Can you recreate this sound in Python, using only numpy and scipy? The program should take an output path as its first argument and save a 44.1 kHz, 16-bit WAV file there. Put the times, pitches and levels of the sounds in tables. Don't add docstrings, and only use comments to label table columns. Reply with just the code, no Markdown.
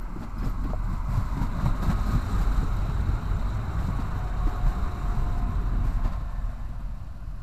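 import sys
import numpy as np
from scipy import signal
from scipy.fft import rfft, irfft, next_fast_len
from scipy.io import wavfile
from scipy.ndimage import uniform_filter1d

SR = 44100
rng = np.random.default_rng(int(sys.argv[2]) if len(sys.argv) > 2 else 0)


def dump_mix(stems):
    frames = np.atleast_2d(stems).T
    limited = np.clip(frames, -1, 1)
    pcm = np.round(limited * 32767).astype(np.int16)
    wavfile.write(sys.argv[1], SR, pcm)


N = 327486


def from_db(db):
    return 10 ** (np.asarray(db) / 20)


def rms_one(x):
    return x / np.sqrt(np.mean(x ** 2) + 1e-20)


def in_time(rows):
    s, *columns = np.transpose(rows)
    return [np.interp(np.arange(N) / SR, s, column) for column in columns]


def drift(rate):
    r = np.exp(-2 * np.pi * rate * 40 / SR)
    noise = rng.standard_normal(N // 40 + 2002)
    slow = signal.lfilter([1], [1, -2 * r, r * r], noise)[2000:]
    return np.interp(np.arange(N) / 40, np.arange(len(slow)), rms_one(slow))


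def coloured(x, spectrum):
    hz, level_db = np.transpose(spectrum)
    size = next_fast_len(N)
    log_hz = np.log(np.maximum(np.arange(size // 2 + 1) * SR / size, 1))
    gain = from_db(np.interp(log_hz, np.log(hz), level_db, -120, -120))
    return rms_one(irfft(rfft(x, size) * gain, size)[:N])


def patchy(spectrum, patchy_db, rate):
    x = coloured(rng.standard_normal(N), spectrum)
    together = drift(rate / 2)
    lowest, highest = spectrum[0][0], min(spectrum[-1][0], 19000)
    flicker = 0
    for low in lowest * 2 ** np.arange(0, np.log2(highest / lowest), .5):
        band_pass = signal.butter(2, [low, low * np.sqrt(2)], "band", fs=SR, output="sos")
        gain = from_db(patchy_db * (0.53 * together + drift(rate)))
        flicker = flicker + signal.sosfilt(band_pass, x) * (gain - 1)
    return rms_one(x + flicker)


def resonate(x, hz, width_hz):
    r = np.exp(-np.pi * width_hz / SR)
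    stage = [1, 0, -1, 1, -2 * r * np.cos(2 * np.pi * hz / SR), r * r]
    return rms_one(signal.sosfilt([stage, stage], x))


def grains(per_s, spread_db):
    sizes = from_db(spread_db * np.minimum(rng.exponential(1, N), 4)) * rng.choice([-1, 1], N)
    return rms_one(sizes * (rng.random(N) < per_s / SR))


def add(out, s, sound):
    i = round(s * SR)
    out[i:i + len(sound)] += sound[:N - i]


# time in seconds, then levels before pulsing and flicker in dB of deep roar, body growl, rolling, hiss
# and 4 kHz ring, then share of the flat wheel's pulsing 0-1.
PASS = [(0, -45, -41, -48, -67.5, -79, 0.7), (.6, -35, -41, -47, -66, -68.5, 0.8),
        (1.1, -33.5, -43.5, -45.5, -62, -67.5, 0.85), (1.55, -33, -36.5, -41.5, -61, -58.5, 1),
        (2.1, -27.5, -36.5, -40.5, -55, -55, 0.56), (2.45, -33.5, -37.5, -40, -55.5, -57, 0.6),
        (2.98, -28.5, -42.5, -42.5, -61, -59.5, 0), (3.66, -30.5, -41.5, -42.5, -62, -60, 0.16),
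        (3.85, -27.5, -40, -42, -60, -60.5, 0), (4.28, -32, -48, -42.5, -62.5, -62.5, 0.02),
        (4.75, -34.5, -41, -42.5, -61.5, -59, 0), (5.12, -31.5, -40.5, -42, -60, -62, 0.03),
        (5.76, -31, -38.5, -45.5, -66.5, -65, 0), (6.05, -37.5, -44, -46, -68.5, -69, 0),
        (6.2, -36.5, -50.5, -48.5, -68.5, -68, 0.08), (6.5, -39, -48.5, -50, -68, -71, 0.02),
        (7.12, -38, -54, -56.5, -73.5, -79, 0), (7.43, -40, -52.5, -57, -72.5, -91, 0.01)]
FLAT_LANDS_S, WHEEL_TURN_S = .225, .2412


def wheel_turn(lag_s=0):
    turn = (np.arange(N) / SR - FLAT_LANDS_S - lag_s) / WHEEL_TURN_S % 1
    pulse = np.interp(turn, [0, 0.22, 0.47, 0.69, 1], [.5, -.5, -.5, 0.2, .5])
    return in_time(PASS)[-1] * pulse


# time in seconds, level in dB.
THROB = [(0.0, -34), (0.04, -31), (0.27, -36.5), (0.45, -27.5), (1.53, -28.5), (1.59, -34), (1.71, -21.5),
         (1.76, -27), (2.17, -23.5), (2.28, -34), (2.36, -22.5), (2.77, -23.5), (3.02, -33), (3.1, -19.5),
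         (3.23, -38), (3.31, -24), (3.68, -35), (3.78, -29), (4.3, -30), (4.49, -21.5), (4.53, -33.5),
         (4.67, -19), (4.78, -34), (4.84, -23), (4.98, -43), (5.05, -26), (6.12, -23.5), (6.18, -33),
         (6.24, -28), (6.36, -33), (6.47, -27), (6.58, -38), (6.65, -30), (6.76, -37), (6.86, -32),
         (7.0, -37), (7.15, -40), (7.3, -32), (7.41, -34), (7.43, -45)]
# frequency in Hz, relative level in dB per Hz.
UNDERTOW = [(12, 1.5), (22, -6), (30, 5.5), (45, 5), (60, -14), (90, -11.5), (140, -23)]
THROB_HZ, THROB_WANDER_HZ = 42.1, 3.5
THROB_TONE = 0.34
THROB_SWELL_DB, THROB_SWELL_RATE_HZ = 1.2, 5
THROB_PULSE_DB, THROB_LAG_S = 3, 0.033


def throb():
    hz = THROB_HZ + THROB_WANDER_HZ * drift(1.2)
    tone = np.sqrt(2) * np.sin(2 * np.pi * np.cumsum(hz) / SR)
    rumble = coloured(rng.standard_normal(N), UNDERTOW)
    mix = np.sqrt(THROB_TONE) * tone + np.sqrt(1 - THROB_TONE) * rumble
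    local_power = uniform_filter1d(mix ** 2, size=3000)
    even = mix / np.sqrt(local_power + 0.065)
    swell_db = THROB_SWELL_DB * drift(THROB_SWELL_RATE_HZ) + THROB_PULSE_DB * wheel_turn(THROB_LAG_S)
    return from_db(in_time(THROB)[0] + swell_db) * rms_one(even)


# frequency in Hz, relative level in dB per Hz.
ROAR = [(32, -39), (55, 0.5), (70, -6.5), (102, -4.5), (170, -15.5), (220, -41), (370, -120)]


def roar():
    return patchy(ROAR, patchy_db=1.0, rate=5.2)


# frequency in Hz, relative level in dB per Hz.
GROWL = [(100, -48), (170, 3.5), (233, 0), (330, -10), (430, -21), (560, -74), (950, -120)]


def growl():
    return patchy(GROWL, patchy_db=2.5, rate=14.0)


# time in seconds, frequency in Hz, level of a strand in dB relative to the rolling, width in Hz.
WHEEL_SONG_LOW = [(0, 1100, -29, 40), (.6, 1096, -5, 49.86), (.9, 1058, -5.5, 110.4),
                  (1.25, 1003, -3.5, 110.1), (1.5, 1021, -10, 119.5), (1.75, 1096, -8, 50.2),
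                  (2.3, 1083, -10.5, 50.9), (2.7, 1068, -18, 50.9), (3.3, 1038, -32, 50.4),
                  (3.9, 996, -12, 60), (4.15, 1039, -12, 70), (4.4, 1102, -10, 69.8),
                  (4.9, 1079, -13, 80.1), (5.3, 1019, -8.5, 50.7), (5.8, 1052, -10.5, 58.7),
                  (6.2, 1050, -8, 50), (7.43, 1041, -24, 50)]
WHEEL_SONG_HIGH = [(0, 1296, -14, 59.8), (.7, 1267, -12, 60.2), (1.1, 1264, -22, 61),
                   (1.45, 1241, -15, 60.2), (2.1, 1260, -6.5, 39.5), (2.449, 1241, -13.5, 60.5),
                   (3.0, 1340, -11.5, 49.9), (3.351, 1401, -14.5, 70), (3.6, 1307, -18, 60.4),
                   (4.299, 1190, -10.5, 60.2), (4.85, 1200, -7.5, 39.53), (5.2, 1224, -19, 59.9),
                   (6.0, 1242, -17, 61), (6.5, 1384, -19, 40.2), (7.43, 1414, -13, 40.05)]


def wheel_song():
    out = 0
    for table in (WHEEL_SONG_LOW, WHEEL_SONG_HIGH):
        hz, level_db, width_hz = in_time(table)
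        for place in (-.6, 0, .6):
            strand_hz = hz + width_hz * (place + .3 * drift(6))
            phase = 2 * np.pi * np.cumsum(strand_hz) / SR
            out = out + from_db(level_db) * drift(15) * np.cos(phase)
    return out


# frequency in Hz, relative level in dB per Hz.
ROLLING_NEAR = [(250, -5), (420, -2), (477, -9), (637, -3.5), (711, -3), (836, -4), (1100, -3),
                (1440, -4.5), (1770, -16), (2150, -16), (3200, -25.5), (4160, -69), (7040, -120)]
ROLLING_AHEAD = [(250, -54), (420, -22), (533, -3.5), (705, -3.5), (755, -7.5), (1030, 3.5), (1490, -4),
                 (1650, -8.5), (1720, -32), (2010, -7.5), (2870, -28), (3200, -31), (4160, -65),
                 (7040, -120)]
ROLLING_BEHIND = [(250, -72), (420, -16.5), (659, -3), (705, -4.5), (755, -8), (1080, -7.5), (1570, -13),
                  (1710, -16), (1890, -18), (3200, -30), (4160, -70), (7040, -120)]
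GRIT = [(500, -28), (750, -5), (1100, 2), (1500, -4.5), (2100, -15.5), (3000, -48)]
# time in seconds, share side-on 0-1, share from behind 0-1.
ASPECT = [(0, 0.36, 0.04), (1.0, 0.17, 0.03), (1.6, 0.5, 0.15), (1.9, 0.99, 0.01), (5.7, 0.95, 0.04),
          (6.25, 0, 0.99), (7.4, 0.01, 0.81)]
GRIT_PER_S, GRIT_DB = 500, -11


def rolling():
    side_on, behind = in_time(ASPECT)
    ahead = np.maximum(1 - side_on - behind, 0)
    near, front, back = (patchy(spectrum, patchy_db=1.22, rate=8.7)
                         for spectrum in (ROLLING_NEAR, ROLLING_AHEAD, ROLLING_BEHIND))
    noise = np.sqrt(side_on) * near + np.sqrt(ahead) * front + np.sqrt(behind) * back
    grit = from_db(GRIT_DB + 2.4 * drift(10)) * coloured(grains(GRIT_PER_S, 2.8), GRIT)
    return noise + wheel_song() + grit


# start in seconds, nominal peak in dB, frequency in Hz,
# frame level in dB relative to that peak, crack level in dB relative to that peak.
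THUMPS = [(.158, -34.5, 290, 1, -20), (0.217, -25, 230, -5, -14), (0.426, -35.5, 197, 6.5, -2),
          (0.461, -25.5, 118, -1, -18), (.648, -31, 320, -3, -13), (.691, -26.5, 137, -3.5, -22),
          (.925, -23.5, 125, -20, -28), (1.082, -27, 126.5, -11, -23), (1.172, -17, 107.6, -19, -33),
          (1.368, -24, 144, -8, -23), (1.411, -20.5, 126, -15, -15), (1.582, -26, 148, -23, -22),
          (1.656, -16.5, 117, -27, -15.5), (1.822, -26.5, 161.4, 1.5, -13), (1.858, -23, 150.2, -11, -23),
          (1.892, -16.5, 166, -33, -27), (2.145, -15.5, 120.5, -38, -30), (2.393, -25.5, 140, -17, -15),
          (2.619, -24.5, 117, -6, -23), (2.884, -24, 142, -11, -23), (3.089, -30, 70.8, 2, -27),
          (3.783, -27, 158, -7, -10), (3.881, -22.5, 172, -5.5, -26), (3.988, -25.5, 230, -2, -20),
          (4.082, -29.5, 156.3, -11, -23), (4.158, -21.5, 99.7, -13, -18), (4.467, -24, 300, -4, -16),
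          (4.661, -22.5, 130.6, -26, -17), (5.734, -28.5, 127.6, 0, -19), (5.845, -29, 110, -1.5, -22),
          (6.044, -23.5, 94.9, -5.5, -18)]
# frequency in Hz, relative level in dB, time to fall 60 dB in seconds.
FRAME_MODES = [(202, -1, 0.08), (267.6, 0, 0.091), (337, -1, 0.053), (466, -10.5, 0.084)]
THUMP_SWELL_CYCLES = 1.18
CRACK_DELAY_S, CRACK_DECAY_S = .003, .006


def thumps():
    out, t = np.zeros(N), np.arange(round(.12 * SR)) / SR
    onset = 1 - np.exp(-t / 0.0037)
    late = np.maximum(t - CRACK_DELAY_S, 0) / CRACK_DECAY_S
    for s, peak_db, hz, frame_db, crack_db in THUMPS:
        swell = hz * t / THUMP_SWELL_CYCLES
        body = np.sin(2 * np.pi * hz * t) * swell ** 2 * np.exp(2 - 2 * swell)
        noise = resonate(rng.standard_normal(len(t)), 830, 640)
        crack = noise * 2 * np.sqrt(late) * np.exp(-late)
        frame = np.zeros(len(t))
        for mode_hz, level_db, t60 in FRAME_MODES:
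            more, off = rng.standard_normal(2)
            decay = from_db(level_db + 3.5 * more - 60 * t / t60)
            frame += decay * np.sin(2 * np.pi * mode_hz * (1 + 0.041 * off) * t)
        add(out, s, from_db(peak_db) * (from_db(crack_db) * crack + from_db(frame_db) * frame * onset - body))
    return out


# time in seconds, base frequency in Hz, then levels in dB rms of the three tones before unsteadiness and beat.
WHINE = [(3.55, 742, -75, -75, -95), (3.75, 739, -62, -52, -90), (4.02, 736, -64, -55, -85),
         (4.09, 734, -51, -62, -82), (4.45, 727, -48, -54, -80), (4.75, 720, -50, -51, -78),
         (4.92, 714, -50, -51, -76), (5.1, 712, -50, -52, -74), (5.2, 711, -50, -60, -72),
         (5.4, 710, -48, -62, -69), (5.5, 707, -54, -63, -70), (5.8, 705, -58, -64, -71),
         (6.05, 708, -64, -66, -70), (6.35, 708, -60, -62, -65), (6.6, 707, -63, -67, -69),
         (7.0, 703, -71, -70, -76), (7.43, 701, -70, -66, -82)]
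# multiple of the base frequency, unsteadiness in dB, depth of the beat 0-1.
WHINE_ORDERS = [(1, 2.4, 0), (1.51, 2.5, 1), (2.49, 2.5, 0)]
BEAT_CREST_S, BEAT_S = 4.735, .158


def whine():
    hz, *levels_db = in_time(WHINE)
    beat = np.cos(2 * np.pi * (np.arange(N) / SR - BEAT_CREST_S) / BEAT_S)
    tones = 0
    for (multiple, shake_db, depth), level_db in zip(WHINE_ORDERS, levels_db):
        strength = from_db(level_db + shake_db * drift(25)) * (1 + depth * beat)
        tone_hz = multiple * hz * (1 + 0.001097 * shake_db * drift(16.8))
        tones = tones + strength * np.sin(2 * np.pi * np.cumsum(tone_hz) / SR)
    return np.sqrt(2) * tones


# crest in seconds, level in dB before the tilt, length scale in seconds, tilt above 5 kHz in dB.
CLATTER = [(0.207, -56, .04, 11), (0.234, -44, 0.016, -4), (0.4, -47.5, 0.059, 2), (0.456, -46, 0.063, 6.5),
           (0.643, -45, 0.018, -3), (0.702, -45.5, .015, -6), (0.947, -49, 0.039, -5),
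           (1.139, -45, 0.19, 5.5), (1.375, -47, 0.025, 3), (1.424, -47, 0.038, 9), (1.618, -46, 0.045, 2),
           (1.658, -43, 0.019, 6), (1.831, -39.5, 0.045, 6.5), (1.904, -35.5, 0.021, 1),
           (2.069, -44, 0.04, 7), (2.138, -44, .03, 4), (2.295, -59, .06, 4), (2.416, -42.5, 0.038, 6),
           (2.818, -52, 0.0096, -3), (2.898, -44, 0.017, 0), (3.806, -47.5, 0.055, 6.5),
           (4.005, -44, 0.023, 0), (4.117, -50, 0.016, -5), (4.483, -45.5, 0.052, 5.5),
           (4.684, -45.5, 0.058, 6.5), (5.38, -49, 0.022, 7), (5.855, -47, 0.087, 6),
           (5.934, -58, 0.041, 9), (6.051, -42.5, 0.05, -1), (6.128, -49, 0.04, 2)]
# frequency in Hz, relative level in dB per Hz.
CLATTER_COLOUR = [(300, -21), (600, 18.5), (1200, 15.5), (2200, 4), (3200, -2), (4300, 0), (6300, -10.5),
                  (7400, -8), (10500, -21), (12500, -8.5), (14000, -25), (15500, -36)]


def clatter():
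    clicks = coloured(grains(5000, 2), CLATTER_COLOUR)
    top = signal.sosfilt(signal.butter(2, 5000, "high", fs=SR, output="sos"), clicks)
    out = np.zeros(N)
    for s, level_db, length, tilt_db in CLATTER:
        span = slice(max(round((s - 2 * length) * SR), 0), round((s + 5 * length) * SR))
        t = (np.arange(N)[span] / SR - s) / length
        rise, fall = np.exp(-14 * t * t), np.exp(-.9 * np.maximum(t, 0) ** 1.3)
        swell = np.where(t < 0, rise, fall)
        tilted = clicks[span] + (from_db(tilt_db) - 1) * top[span]
        out[span] += from_db(level_db) * swell * tilted
    return out


# start in seconds, strength in dB.
KNOCKS = [(0.7342, -20.5), (.827, -39)]
# frequency in Hz, relative level in dB, time to fall 60 dB in seconds.
KNOCK_MODES = [(493, -18, 0.073), (626, -2.5, 0.043), (710, -8.5, 0.065), (830, -8, 0.025),
               (1060, -26, 0.02)]


def knocks():
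    out, t = np.zeros(N), np.arange(round(.1 * SR)) / SR
    body = sum(from_db(level_db - 60 * t / t60) * np.sin(2 * np.pi * hz * t) for hz, level_db, t60 in KNOCK_MODES)
    soft_onset = np.minimum(t / 0.0011, 1)
    for s, blow_db in KNOCKS:
        add(out, s, from_db(blow_db) * body * soft_onset)
    return out


# start in seconds, length in seconds, frequency in Hz, crest level in dB rms before the flutter.
HIGH_TONES = [(.005, .03, 13300, -64), (.41, .035, 13200, -70), (.633, .025, 13200, -67),
              (.38, 0.025, 5060, -61), (.427, 0.033, 5120, -61), (0.377, 0.026, 11700, -67),
              (.478, 0.04, 13200, -63), (1.225, .06, 7170, -69), (1.785, 0.032, 10230, -69),
              (2.0, 0.037, 13170, -67), (2.14, .02, 5050, -64), (2.728, 0.043, 13430, -63),
              (3.33, 0.029, 7150, -62), (5.892, 0.017, 13530, -71)]


def high_tones():
    out = np.zeros(N)
    for s, length, hz, level_db in HIGH_TONES:
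        t = np.arange(round(length * SR)) / SR
        swell = np.sin(np.pi * t / length) ** 0.83
        add(out, s, from_db(level_db) * np.sqrt(2) * swell * np.sin(2 * np.pi * hz * t))
    flutter = from_db(4.0 * drift(69))
    return out * flutter


# time in seconds, frequency in Hz.
RING = [(0, 4220), (1.2, 3876), (2.2, 3930), (4.0, 3890), (5.0, 3890), (7.4, 3784)]
RING_HALF_WIDTH_HZ = 257


def ring():
    phase = 2 * np.pi * np.cumsum(in_time(RING)[0]) / SR
    slow = signal.butter(2, RING_HALF_WIDTH_HZ, fs=SR, output="sos")
    a, b = signal.sosfilt(slow, [grains(3000, 2.5), grains(3000, 0.53)])
    return rms_one(a * np.cos(phase) + b * np.sin(phase))


# frequency in Hz, relative level in dB per Hz.
HISS = [(2590, -16), (4400, -0.5), (4740, -3.5), (5320, -3.5), (5810, -1.5), (6530, -6.5), (7030, 0.5),
        (7760, -2), (10800, -16), (11800, -5.5), (13100, -8.5), (14100, -13), (14700, -23), (15500, -28)]


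def hiss():
    return patchy(HISS, patchy_db=1.5, rate=50.0) + 0.12 * coloured(grains(1400, 6.6), HISS)


# frequency in Hz, relative level in dB per Hz.
FLOOR = [(1470, -69), (2500, 4.5), (3310, -5.5), (4330, 0), (6390, -11.5), (7210, -26), (10500, -9.5),
         (11900, -11.5), (15500, -19)]
FLOOR_DB = -68.5


def microphone_noise():
    return from_db(FLOOR_DB) * coloured(rng.standard_normal(N), FLOOR)


def scene():
    roar_db, growl_db, rolling_db, hiss_db, ring_db, _ = in_time(PASS)
    pulse = wheel_turn()
    low = from_db(roar_db + 7.5 * pulse) * roar() + from_db(growl_db + 9.5 * pulse) * growl()
    wheels = from_db(rolling_db + 1.5 * pulse) * rolling()
    treble = from_db(hiss_db + 4.5 * pulse) * hiss() + from_db(ring_db + 5 * pulse) * ring()
    jitter = from_db(1.2 * drift(40))
    steady = throb() + low + wheels + whine() + jitter * treble
    events = thumps() + clatter() + knocks() + high_tones()
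    return (steady + events + microphone_noise())[None]


def record(dry):
    steep = signal.ellip(12, .5, 60, 15700, fs=SR, output="sos")
    return signal.sosfilt(steep, dry) - .0112


dry = scene()
out = record(dry)
dump_mix(out)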